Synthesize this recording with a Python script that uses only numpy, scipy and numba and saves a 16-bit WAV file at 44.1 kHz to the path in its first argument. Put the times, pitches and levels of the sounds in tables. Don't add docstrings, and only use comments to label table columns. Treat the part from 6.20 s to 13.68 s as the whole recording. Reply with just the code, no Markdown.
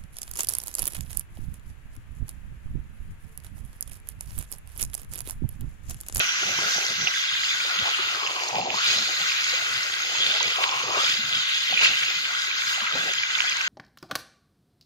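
import sys
import numpy as np
from scipy import signal
from scipy.fft import rfft, irfft, next_fast_len
from scipy.io import wavfile
from scipy.ndimage import uniform_filter1d, minimum_filter1d
from numba import njit

SR = 44100
rng = np.random.default_rng(int(sys.argv[2]) if len(sys.argv) > 2 else 0)


def convert_level_to_amplitude(level_db):
    exponent = np.asarray(level_db, float) / 20
    return 10 ** exponent


def digitize_waveform(pressure):
    field = np.atleast_2d(pressure).T
    bounded = np.clip(field, -1, 1)
    quanta = np.round(bounded * 32767).astype(np.int16)
    wavfile.write(sys.argv[1], SR, quanta)


N = 329858
LONG = next_fast_len(N)
HZ = np.fft.rfftfreq(LONG, 1 / SR) + 1

# time in seconds, pitch in Hz, roar level in dB.
NOZZLE = [(0, 1540, -32), (.95, 1517, -34.5), (1.6, 1416, -34), (1.93, 1365, -31.5), (2.05, 1105, -30),
          (2.2, 1010, -33), (2.34, 744, -27), (2.535, 740, -34.5), (2.6, 1270, -26.5), (2.7, 1440, -37),
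          (4.3, 1490, -35.5), (4.4, 1110, -28), (4.7, 1090, -32.5), (4.78, 1160, -25.5),
          (4.88, 1520, -34.5), (5.5, 1490, -37.5), (6.6, 1540, -33.5), (7.48, 1590, -31)]
OPEN_HZ, WOBBLE = 1490, 0.023
COLLAR_HZ, COLLAR_WIDTH, COLLAR_DB = 2030, 0.061, -40.5

# frequency in Hz, level in dB.
SPLASH_COLOUR = [(500, -23), (900, -13.5), (1300, -1), (1650, 4.5), (2050, 0.5), (2450, 3), (3100, -2.5),
                 (3600, 0), (3950, 6), (4600, 1.5), (5500, -28)]
# frequency in Hz, level in dB.
FIZZ_COLOUR = [(3000, -12.5), (4200, 5.5), (5200, 7), (5400, -0.5), (6300, 0), (6450, 9.5), (6750, 4),
               (7300, -2.5), (8200, -17.5), (9500, -31.5)]
# frequency in Hz, level in dB.
MIST_COLOUR = [(6000, -6), (8400, 10), (9800, 4.5), (11200, 2), (12000, 1.5), (13600, 3), (15300, 2.5),
               (16000, -22)]
# time in seconds, frequency in Hz, extra level in dB.
BRIGHT_SPOT = [(0, 2880, 5.5), (.3, 3000, 4), (.8, 3440, 0), (1, 3500, 4.5), (1.5, 3360, 0), (1.9, 3330, 0),
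               (2.3, 2670, -11), (2.58, 3300, 3), (2.7, 3550, 3.5), (2.95, 3750, -8), (3.4, 3170, -3.5),
               (3.9, 3200, -1), (4.15, 3520, 5), (4.55, 2800, 0), (4.88, 3430, 0.5), (5.3, 3550, 9.5),
               (5.65, 2840, -1), (6.1, 3560, 1.5), (7.48, 3000, 2.5)]
# time in seconds, half length in seconds,
# then the change in dB of splash, fizz and mist.
SPURTS = [(0, 0.018, 7.5, -2, -1), (0.136, 0.076, -3.5, -2, -8), (0.562, 0.14, 0, 3.5, 1.5),
          (0.81, 0.11, 0.5, -0.5, -3.5), (1.1, 0.11, 2.5, -0.5, -3.5), (1.283, 0.057, 1.5, 0.5, -1),
          (1.697, 0.26, 4.5, -0.5, -1.5), (2.286, 0.0067, -13, 8, 0), (2.43, 0.086, -2.5, -2.5, -8),
          (2.694, 0.12, 6.5, 7, -6), (3.067, 0.24, 5.5, 2.5, 1), (3.343, 0.033, 2.5, 3, -3),
          (4.13, 0.23, 4, 2, -8), (4.44, 0.0053, 16.5, 5, 4), (4.865, 0.1, 7, 6, -4),
          (5.25, 0.1, 0, -1, -7), (5.544, 0.16, 1.5, 0, 1), (5.649, 0.043, 7, 5.5, -13),
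          (5.763, 0.29, 5, 1.5, 2), (6.513, 0.081, -0.5, 2, 5.5), (6.67, 0.13, 1, 0, -0.5),
          (7.21, 0.041, -2, 1, 1)]
SPLASH_DB, FIZZ_DB, MIST_DB = -33.5, -34, -51.5
SAG_DB_PER_S = (-0.02, -0.2359, -0.8)
COVER_DB = (-13, -3.5, -21)

# time in seconds, half length in seconds, level in dB,
# pitch in Hz.
SLAPS = [(0.045, 0.18, -35, 2710), (1.674, 0.02, -29.5, 805), (2.24, 0.33, -38.5, 2530),
         (2.71, 0.16, -36, 3500), (3.244, 0.23, -36.5, 2050), (3.65, 0.17, -36.5, 2100),
         (4.11, 0.25, -36.5, 3290), (4.878, 0.12, -35, 3280), (5.263, 0.18, -38, 3480),
         (4.528, 0.18, -33.5, 2600), (5.647, .03, -27, 2480), (5.835, 0.023, -34, 2100),
         (6.107, .04, -44, 810), (6.65, 0.11, -39.5, 1270), (7.21, 0.029, -38, 2600),
         (7.396, 0.043, -40, 955)]
SLAP_WIDTH = .33
# time in seconds, level in dB.
SIDE_SPRAY = [(0, -25.5), (.2, -33), (.55, -28.5), (.75, -33.5), (1, -30), (1.1, -49), (1.16, -46),
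              (1.3, -70)]

# start in seconds, length in seconds, level in dB.
GULPS = [(0, 0.03, -41), (0.233, 0.27, -42.5), (0.557, 0.078, -40), (.69, 0.055, -48), (0.799, 0.086, -45),
         (1.45, 0.12, -47), (1.612, 0.092, -43), (1.792, 0.13, -47.5), (2.03, 0.27, -40.5),
         (2.345, 0.21, -34), (2.677, 0.15, -44.5), (2.873, 0.059, -45), (3.003, 0.011, -42),
         (3.33, 0.41, -50), (3.6, 0.49, -53.5), (3.85, 0.13, -47), (3.98, 0.27, -43), (4.175, 0.14, -43),
         (4.383, 0.07, -40), (4.5, .17, -44), (4.668, 0.17, -38), (4.9, 0.32, -52), (5.508, 0.067, -48.5),
         (5.615, 0.095, -41), (5.78, 0.14, -54.5), (6.26, 0.032, -58), (6.583, 0.046, -51),
         (6.74, 0.16, -40), (1.9, 0.095, -43.5), (7.237, .16, -72)]
# start in seconds, length in seconds, level in dB.
THRUMS = [(0.017, 0.031, -53), (0.227, 0.24, -44.5), (0.556, 0.037, -52), (0.697, 0.063, -50),
          (0.78, 0.068, -42.5), (1.12, 0.02, -55), (1.59, 0.023, -47), (1.794, 0.079, -52.5),
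          (2.34, 0.22, -43), (2.68, 0.15, -45.5), (3.004, 0.026, -49), (3.507, 0.074, -51.5),
          (3.992, 0.028, -54), (4.038, 0.058, -50), (4.114, 0.041, -56), (4.257, 0.034, -51),
          (4.566, 0.14, -47.5), (4.764, 0.042, -50), (4.88, 0.056, -52), (4.985, 0.19, -47.5),
          (5.508, 0.04, -49), (5.624, 0.032, -56), (5.69, 0.046, -51), (5.81, 0.046, -53),
          (5.96, 0.04, -53), (6.61, 0.043, -67), (6.745, 0.11, -45)]
FILL_DB_PER_S, DRAIN_DB_PER_S = 650, 393
DRIBBLE_DB, HUM_DB = -68, -65.5

# time in seconds, peak in dB, pitch in Hz, length in cycles.
FAT_DROPS = [(0.8725, -16, 2640, 3.2), (0.9398, -20, 1970, 1.7), (1.1508, -20, 1940, 1.8),
             (1.5882, -16, 2800, 1.1), (2.073, -22, 2700, 2.4), (2.356, -19.5, 2390, 1.1),
             (2.5022, -17, 2520, 1.6), (2.703, -20, 2680, 1.8), (3.1174, -19, 2380, 1.7),
             (3.738, -20, 3220, 1.6), (4.065, -12, 3280, 1.8), (4.2009, -13, 3920, 3.3),
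             (4.4364, -20, 3020, 1.1), (4.492, -17, 3140, 1.3), (4.8954, -12.5, 3140, 1.3),
             (5.574, -15.5, 2360, 4.2), (5.5926, -16, 2620, 2.5), (5.658, -11.5, 2000, 1.2),
             (5.829, -22, 2100, 3.3), (6.3125, -22, 2330, 3.5), (6.4192, -22, 2050, 2.1),
             (6.4687, -24.5, 2140, 3.3), (6.666, -19, 2340, 2.9), (6.9366, -24, 2350, 2.1),
             (7.0335, -18, 2130, 3.3), (7.152, -14, 3280, 1.8), (7.1861, -19.5, 2200, 2.8),
             (7.2204, -24, 2700, 1.8), (7.2804, -25, 2320, 2.8), (7.4093, -21, 2430, 2.8)]
BREAK_S, BREAK_PITCH, BREAK_DB = 0.004, 0.083, 4
# time in seconds, peak in dB, pitch in Hz.
DRIPS = [(0.0917, -12.5, 3200), (0.6155, -21, 2560), (0.8808, -17, 2580), (1.4027, -17.5, 2240),
         (1.5095, -22, 3300), (1.7145, -20, 3440), (1.8871, -16.5, 2560), (1.235, -18, 1970),
         (1.311, -18, 2200), (1.331, -18, 2100), (2.1632, -21, 2920), (2.2001, -22, 2810),
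         (2.237, -13, 4180), (6.903, -17, 3300), (6.221, -19, 3500), (.625, -21, 2400), (.959, -20, 1600),
         (1.9477, -24, 1530), (2.0642, -17, 2730), (2.3065, -25, 2480), (2.4139, -19.5, 2600),
         (2.5895, -20, 2540), (2.6878, -6, 4000), (2.7377, -16, 3350), (2.8379, -26, 1900),
         (2.8556, -21, 2380), (3.016, -15, 3380), (3.0973, -16, 2560), (3.8586, -26, 3240),
         (3.9858, -16, 3250), (4.1135, -15, 3230), (4.1405, -14, 3200), (4.8264, -19, 3680),
         (4.8464, -16, 3130), (5.1267, -14, 3300), (5.5416, -12, 3330), (5.615, -19, 2800),
         (5.648, -7.5, 2750), (5.735, -15, 2750), (6.0057, -21, 3710), (6.0514, -19, 3400),
         (6.331, -24, 1550), (6.604, -21, 1590), (6.6734, -17, 2000), (6.668, -20, 1310),
         (6.605, -18, 2720), (5.833, -20, 2200), (6.052, -20, 2190), (6.7241, -17, 3150),
         (7.1033, -22, 1940), (7.3213, -17, 2300), (7.3736, -21, 2060)]
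# time in seconds, peak in dB, pitch in Hz.
TICKS = [(0.511, -10, 5400), (0.5457, -6, 5500), (0.5711, -14, 5490), (0.6657, -7, 5500),
         (0.8565, -16, 4240), (0.8809, -11, 4830), (1.2426, -11, 4130), (1.3568, -21, 5000),
         (2.2872, -12, 6640), (2.074, -14, 6500), (2.165, -19, 6800), (2.3545, -14, 4740),
         (2.4638, -16, 4080), (2.5855, -11, 4110), (2.7018, -14, 4120), (2.7856, -9, 5160),
         (2.8833, -13, 4690), (3.2954, -10, 5040), (3.3184, -15, 4250), (3.3403, -17, 4610),
         (3.6326, -9.5, 5200), (4.0642, -13, 4000), (4.1614, -11, 4270), (4.1994, -14, 5210),
         (4.229, -4, 6300), (4.4376, -18, 4250), (4.4782, -13, 4030), (4.5136, -11, 5100),
         (4.8269, -16, 4280), (5.3462, -11, 4850), (5.472, -21, 5130), (5.511, -12, 4350),
         (5.6461, -8, 6470), (5.7553, -17, 5150), (5.7892, -12, 5180), (5.9025, -13, 5170),
         (5.994, -18, 4380), (6.4762, -11, 4800), (1.659, -18, 4500), (1.678, -23, 5000),
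         (1.949, -19, 4500), (6.9366, -8, 6460), (7.2968, -7.5, 6300), (7.3692, -10, 6620),
         (7.4145, -11, 5460)]
# time in seconds, peak in dB, pitch in Hz.
CRACKS = [
    (7.2051, 0, 2700),
    (6.4765, -9, 5300),
    (2.2875, -13, 6200),
    (4.4385, -10, 4200),
    (4.4405, -16, 2000),
]
# time in seconds, peak in dB, pitch in Hz.
LIP_SMACKS = [(0.227, -32, 390), (0.388, -20.5, 980), (0.711, -38, 408), (0.871, -27, 726),
              (1.656, -25, 860), (1.792, -30, 366), (2.135, -43, 870), (2.344, -23, 770), (2.384, -17, 707),
              (2.542, -17.5, 940), (3.335, -31.5, 508), (3.42, -30.5, 670), (4.207, -17.5, 930),
              (4.386, -18, 720), (4.738, -32, 765), (4.77, -25.5, 390), (5.525, -20, 735),
              (5.612, -22.5, 900), (6.578, -27, 760), (6.752, -26, 527), (6.753, -34, 264),
              (6.754, -25, 860), (1.678, -26, 804), (1.9, -30, 790), (1.45, -33, 726), (6.85, -41, 800),
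              (6.28, -43, 400), (3.95, -25, 900), (7.206, -26.5, 990), (7.24, -30.5, 726),
              (.255, -37.5, 197), (2.4, -35, 176), (4.635, -28, 487), (4.99, -35.5, 220), (5.88, -40, 380),
              (6.62, -39, 214), (6.86, -35, 443)]
# time in seconds, peak in dB, pitch in Hz.
KNOCKS = [(.255, -41, 130), (.388, -30, 330), (.443, -49, 200), (.563, -39, 170), (.713, -45, 239),
          (.815, -35, 170), (4.9, -40, 300), (.309, -46, 124), (.703, -44, 105), (1.125, -44, 130),
          (1.15, -48, 60), (1.19, -49, 80), (1.24, -49, 70), (1.622, -37, 85), (1.85, -48, 85),
          (1.945, -46, 120), (2.76, -44, 80), (3.0, -49, 90), (3.42, -46, 110), (3.7, -50, 71),
          (4.041, -62, 125), (4.42, -54, 70), (5.041, -43, 118), (5.16, -53, 121), (6.474, -49, 108),
          (6.745, -48, 160)]

# frequency in Hz, level in dB.
YARD_COLOUR = [(25, -34), (60, -20), (120, -14), (300, 11.5), (600, 29), (1100, -5), (1600, 32),
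               (2500, -24)]
# frequency in Hz, likeness from 0 to 1.
ALIKE = [(40, 0.2), (150, 0.7), (1600, 0.62), (1800, 0.79), (2000, 0), (2250, 0.24), (3400, 0.53),
         (4000, 0.18), (6500, 0.12), (9000, 0.23)]
# frequency in Hz, head start of the left in ms.
LEAD = [(200, 0.096), (800, 0.33), (1500, 0.22), (2600, 0.22), (5000, 0.17)]
# frequency in Hz, level in dB.
OVERALL_COLOUR = [(30, -13), (90, -4), (1620, 1.5), (1700, 0), (1770, -4.5), (1860, 3), (2030, 1), (2300, 2.5),
                  (3100, 4.5), (3550, 3), (3900, -3)]
# frequency in Hz, left minus right in dB.
TILT = [(200, 2.5), (650, -1), (1000, 1.5), (1350, 6.5), (1700, 2), (2100, 3.5), (2500, -0.5), (3100, 0),
        (4000, -2.5), (4800, 2), (6500, -2), (8200, -2), (10000, -5), (15000, -15)]
# frequency in Hz, share of the time from 0 to 1.
HUNGER = [(7600, 0), (7950, .13), (8700, .09), (9800, .1), (10800, .04), (13000, .03), (14800, .015),
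          (15200, .2), (15500, .5)]


def along(table):
    s, *columns = np.transpose(table)
    return [np.interp(np.arange(N) / SR, s, c) for c in columns]


def over(points):
    hz, value = np.transpose(points)
    return np.interp(np.log(HZ), np.log(hz), value)


def unit(x):
    return x / np.sqrt(np.mean(x ** 2))


def shape(x, gain):
    return irfft(rfft(x, LONG) * gain, LONG)[..., :N]


def colour(x, points):
    return unit(shape(x, convert_level_to_amplitude(over(points))))


def walk(rate):
    k = int(SR / rate)
    held = np.repeat(rng.standard_normal(N // k + 1), k)
    return 1.54 * uniform_filter1d(uniform_filter1d(held, k), k)[:N]


@njit
def svf(x, hz, share):
    y, band, low = np.empty(len(x)), 0., 0.
    for i in range(len(x)):
        g = np.tan(np.pi * hz[i] / SR)
        v = (band + g * (x[i] - low)) / (1 + g * (g + share))
        band = 2 * v - band
        low = low + 2 * g * v
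        y[i] = share * v
    return y


@njit
def add_bubbles(out, start, hz, cycles, glide, size):
    for k in range(len(start)):
        n, phase = cycles[k] * SR / hz[k], 0.
        for j in range(min(int(6 * n), len(out) - start[k])):
            phase += 2 * np.pi * hz[k] / SR * (1 + glide * j / n)
            swell = 1 - np.exp(-8 * j / n)
            out[start[k] + j] += size[k] * np.sin(phase) * np.exp(-j / n) * swell


def patter(lo_hz, hi_hz, cycles, scatter_db, count):
    when, pitch = rng.random((count, 2)).T
    size = convert_level_to_amplitude(scatter_db * np.minimum(rng.exponential(size=count), 3.5))
    hz = lo_hz * (hi_hz / lo_hz) ** pitch
    out = np.zeros(N)
    add_bubbles(out, (when * N).astype(int), hz, np.full(count, cycles), .05, size)
    return unit(out)


def ports(shared, own=None):
    lead = np.exp(np.array([[1j], [-1j]]) * np.pi * HZ * over(LEAD) / 1000)
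    if own is None:
        return shape(shared, lead)
    alike = np.clip(over(ALIKE), 0, 1)
    return shape(shared, np.sqrt(alike) * lead) + shape(own, np.sqrt(1 - alike))


def rush(grains, grain_db, flicker_db, rate):
    shared = rng.standard_normal(N) + convert_level_to_amplitude(grain_db) * grains
    own = rng.standard_normal((2, N)) * np.sqrt(1 + convert_level_to_amplitude(2 * grain_db))
    return ports(shared, own) * convert_level_to_amplitude(flicker_db * walk(rate))


def patchy(x, lo_hz, hi_hz, patch_db, rate, count):
    slices = np.searchsorted(np.geomspace(lo_hz, hi_hz, count), HZ)
    spectrum = rfft(x, LONG)
    out = np.zeros((2, N))
    for k in range(count + 1):
        out += irfft(spectrum * (slices == k), LONG)[:, :N] * convert_level_to_amplitude(patch_db * walk(rate))
    return out


def bursts(table, rest_db):
    t = np.arange(N) / SR
    db = rest_db + 0 * t
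    for s, length, top_db in table:
        filling = FILL_DB_PER_S * np.maximum(s - t, 0)
        draining = DRAIN_DB_PER_S * np.maximum(t - s - length, 0)
        db = np.maximum(db, top_db - filling - draining)
    return convert_level_to_amplitude(db)


def hits(table, cycles, gain_db, pan_db, late_s):
    s, db, hz = np.transpose(table)[:3]
    out = np.zeros((2, N))
    for c, side in zip(out, (.5, -.5)):
        start = ((s + side * late_s) * SR).astype(int)
        add_bubbles(c, start, hz, cycles + 0 * s, .03, convert_level_to_amplitude(db + gain_db + side * pan_db))
    return out


def covered():
    return np.clip(1 - along(NOZZLE)[0] / OPEN_HZ, 0, 1)


def nozzle(surge):
    hz, db = along(NOZZLE)
    hz = hz * (1 + WOBBLE * walk(12))
    shut = covered()
    peak = convert_level_to_amplitude(6.0 - 22 * shut)
    roar = rush(patter(684, 1948, 4.8, 3.3, count=3000), -11, 0.65, 40)
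    ring = []
    for c in roar:
        shoulder = svf(svf(c, 1.0 * hz, 0.69), 1.07 * hz, 1.2)
        ring.append(svf(shoulder, 1.11 * hz, 0.66) + peak * svf(shoulder, 1.023 * hz, 0.09))
    return unit(np.array(ring)) * convert_level_to_amplitude(db - 1.03 + surge + 2.1 * shut * walk(30.03))


def collar():
    air = rush(0, -60, 1.2, 12.)
    hz = np.full(N, float(COLLAR_HZ))
    ring = [svf(svf(c, hz * 1.01, COLLAR_WIDTH), hz, COLLAR_WIDTH) for c in air]
    return unit(np.array(ring)) * convert_level_to_amplitude(COLLAR_DB - 58 * covered())


def force_db():
    t = np.arange(N) / SR
    db = np.outer(SAG_DB_PER_S, t) + np.outer(COVER_DB, covered())
    for s, half, *gain_db in SPURTS:
        db = db + np.outer(gain_db, np.exp(-((t - s) / half) ** 2))
    return db


def spray(surge):
    splash_db, fizz_db, mist_db = force_db()
    hz, spot_db = along(BRIGHT_SPOT)
    hz = hz * (1 + 0.015 * walk(5.4))
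    splash = colour(rush(patter(1942, 4185, 13.6, 2.2, count=4000), -6.0, 0.53, 30), SPLASH_COLOUR)
    splash = splash + convert_level_to_amplitude(spot_db) * np.array([svf(c, hz, 0.28) for c in splash])
    splash = unit(patchy(splash, 1700, 4600, 2.1, 60, count=18))
    fizz = colour(rush(patter(4100, 7520, 5.0, 4.9, count=6000), -0.44, 0.71, 25.055), FIZZ_COLOUR)
    fizz = unit(patchy(fizz, 4520, 7600, 0.95, 22.05, count=4))
    mist = colour(rush(patter(7300, 15000, 1.3, 1.8, count=6000), -4.0, 0.19, 8.8), MIST_COLOUR)
    mist = unit(patchy(mist, 9000, 13500, 1.8, 30, count=6))
    mix = convert_level_to_amplitude(splash_db + SPLASH_DB + 3.0) * splash
    mix = mix + convert_level_to_amplitude(fizz_db + FIZZ_DB + 4.5) * fizz
    mix = mix + convert_level_to_amplitude(mist_db + MIST_DB + 7.0) * mist
    return mix * convert_level_to_amplitude(0.43 * surge)


def slaps():
    t = np.arange(N) / SR
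    noise = rush(patter(1000, 3000, 3., 5.5, count=3000), -4., 2., 50)
    noise = unit(noise) / np.sqrt(SLAP_WIDTH / 8)
    out = np.zeros((2, N))
    for s, half, db, hz in SLAPS:
        swell = convert_level_to_amplitude(db) * np.exp(-((t - s) / half) ** 2)
        out += swell * np.array([svf(c, hz + 0 * t, SLAP_WIDTH) for c in noise])
    return out


def side_spray():
    hiss = colour(rng.standard_normal(N), [(4600, -27), (5350, -1.0), (6250, 4.0), (6700, -44.0)])
    right_only = np.array([[0], [1]])
    return hiss * convert_level_to_amplitude(along(SIDE_SPRAY)[0] + 2.2 * walk(23.0)) * right_only


def gulp():
    slosh = rush(patter(292, 870, 2.64, 0.34, count=1500), -9.5, 1.9, 45)
    slosh = colour(slosh, [(150, -73), (230, -14), (330, -5.5), (620, 2.5), (800, 6.5), (1400, -27.5)])
    thrum = rush(patter(91.0, 251, 2.6, 0.77, count=500), -13.5, 2.4, 28)
    thrum = colour(thrum, [(40, -45), (110, -2.0), (180, -1.5), (280, -3), (450, -45)])
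    return bursts(GULPS, DRIBBLE_DB + 3.2 * walk(8.1)) * slosh + bursts(THRUMS, HUM_DB) * thrum


def runoff():
    return convert_level_to_amplitude(-42) * ports(patter(1680, 3600, 3.5, 3.5, count=900))


def yard():
    air = ports(rng.standard_normal(N), rng.standard_normal((2, N)))
    return convert_level_to_amplitude(-87.0) * colour(air, YARD_COLOUR)


def shattered(count):
    rows = np.repeat(FAT_DROPS, count, axis=0)
    late, pitch, size = rng.random((len(rows), 3)).T
    piece = np.arange(len(rows)) % count != 0
    s, db, hz, cycles = rows.T
    s = s + piece * late * BREAK_S
    db = db - piece * 2 * size * BREAK_DB
    hz = hz * (1 + piece * (2 * pitch - 1) * BREAK_PITCH)
    return np.transpose([s, db, hz, cycles])


def drops():
    fat = shattered(count=4)
    out = hits(DRIPS, 4.5, 0.91, -2.5, .0001) + hits(fat, fat[:, 3], 3.6, -7, .0001)
    out = out + hits(TICKS, 4., 0, -1.5, -.0002)
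    out = out + hits(CRACKS[:1], 1.1, -1, -4, .0001) + hits(CRACKS[1:], 1.4, -3, -2, 0)
    return shape(out, convert_level_to_amplitude(over([(500, -30), (1300, 0), (7000, 0), (8500, -12)])))


def lips_and_knocks():
    return ports(hits(LIP_SMACKS, 3.9, 0.43, 0, 0) + hits(KNOCKS, 1.0, 5.2, 0, 0))


def scene():
    surge = walk(14)
    jet = nozzle(surge) + collar() + spray(surge)
    water = slaps() + side_spray() + gulp() + runoff()
    return jet + water + yard() + drops() + lips_and_knocks()


def starve(x):
    hz, _, z = signal.stft(x, SR, window="cosine", nperseg=2048, noverlap=1024)
    power = uniform_filter1d(np.sum(np.abs(z) ** 2, axis=0), size=9, axis=0)
    usual = uniform_filter1d(power, size=15, axis=1)
    faint = uniform_filter1d(power, size=2, axis=1) / usual ** .85
    rank = faint.argsort(axis=1).argsort(axis=1) / power.shape[1]
    dropped = np.interp(hz, *np.transpose(HUNGER))[:, None]
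    keep = minimum_filter1d(1. * (rank >= dropped), size=3, axis=1)
    keep = minimum_filter1d(keep, size=5, axis=0)
    return signal.istft(z * keep, SR, window="cosine", nperseg=2048, noverlap=1024)[1][:, :N]


def top_cut(x):
    return signal.sosfilt(signal.butter(12, 15600, fs=SR, output="sos"), x)


def record(dry):
    left_right = np.array([[.5], [-.5]])
    heard = shape(dry, convert_level_to_amplitude(over(OVERALL_COLOUR) + left_right * over(TILT)))
    mix = starve(heard)
    return top_cut(mix)


dry = scene()
out = record(dry)
digitize_waveform(out)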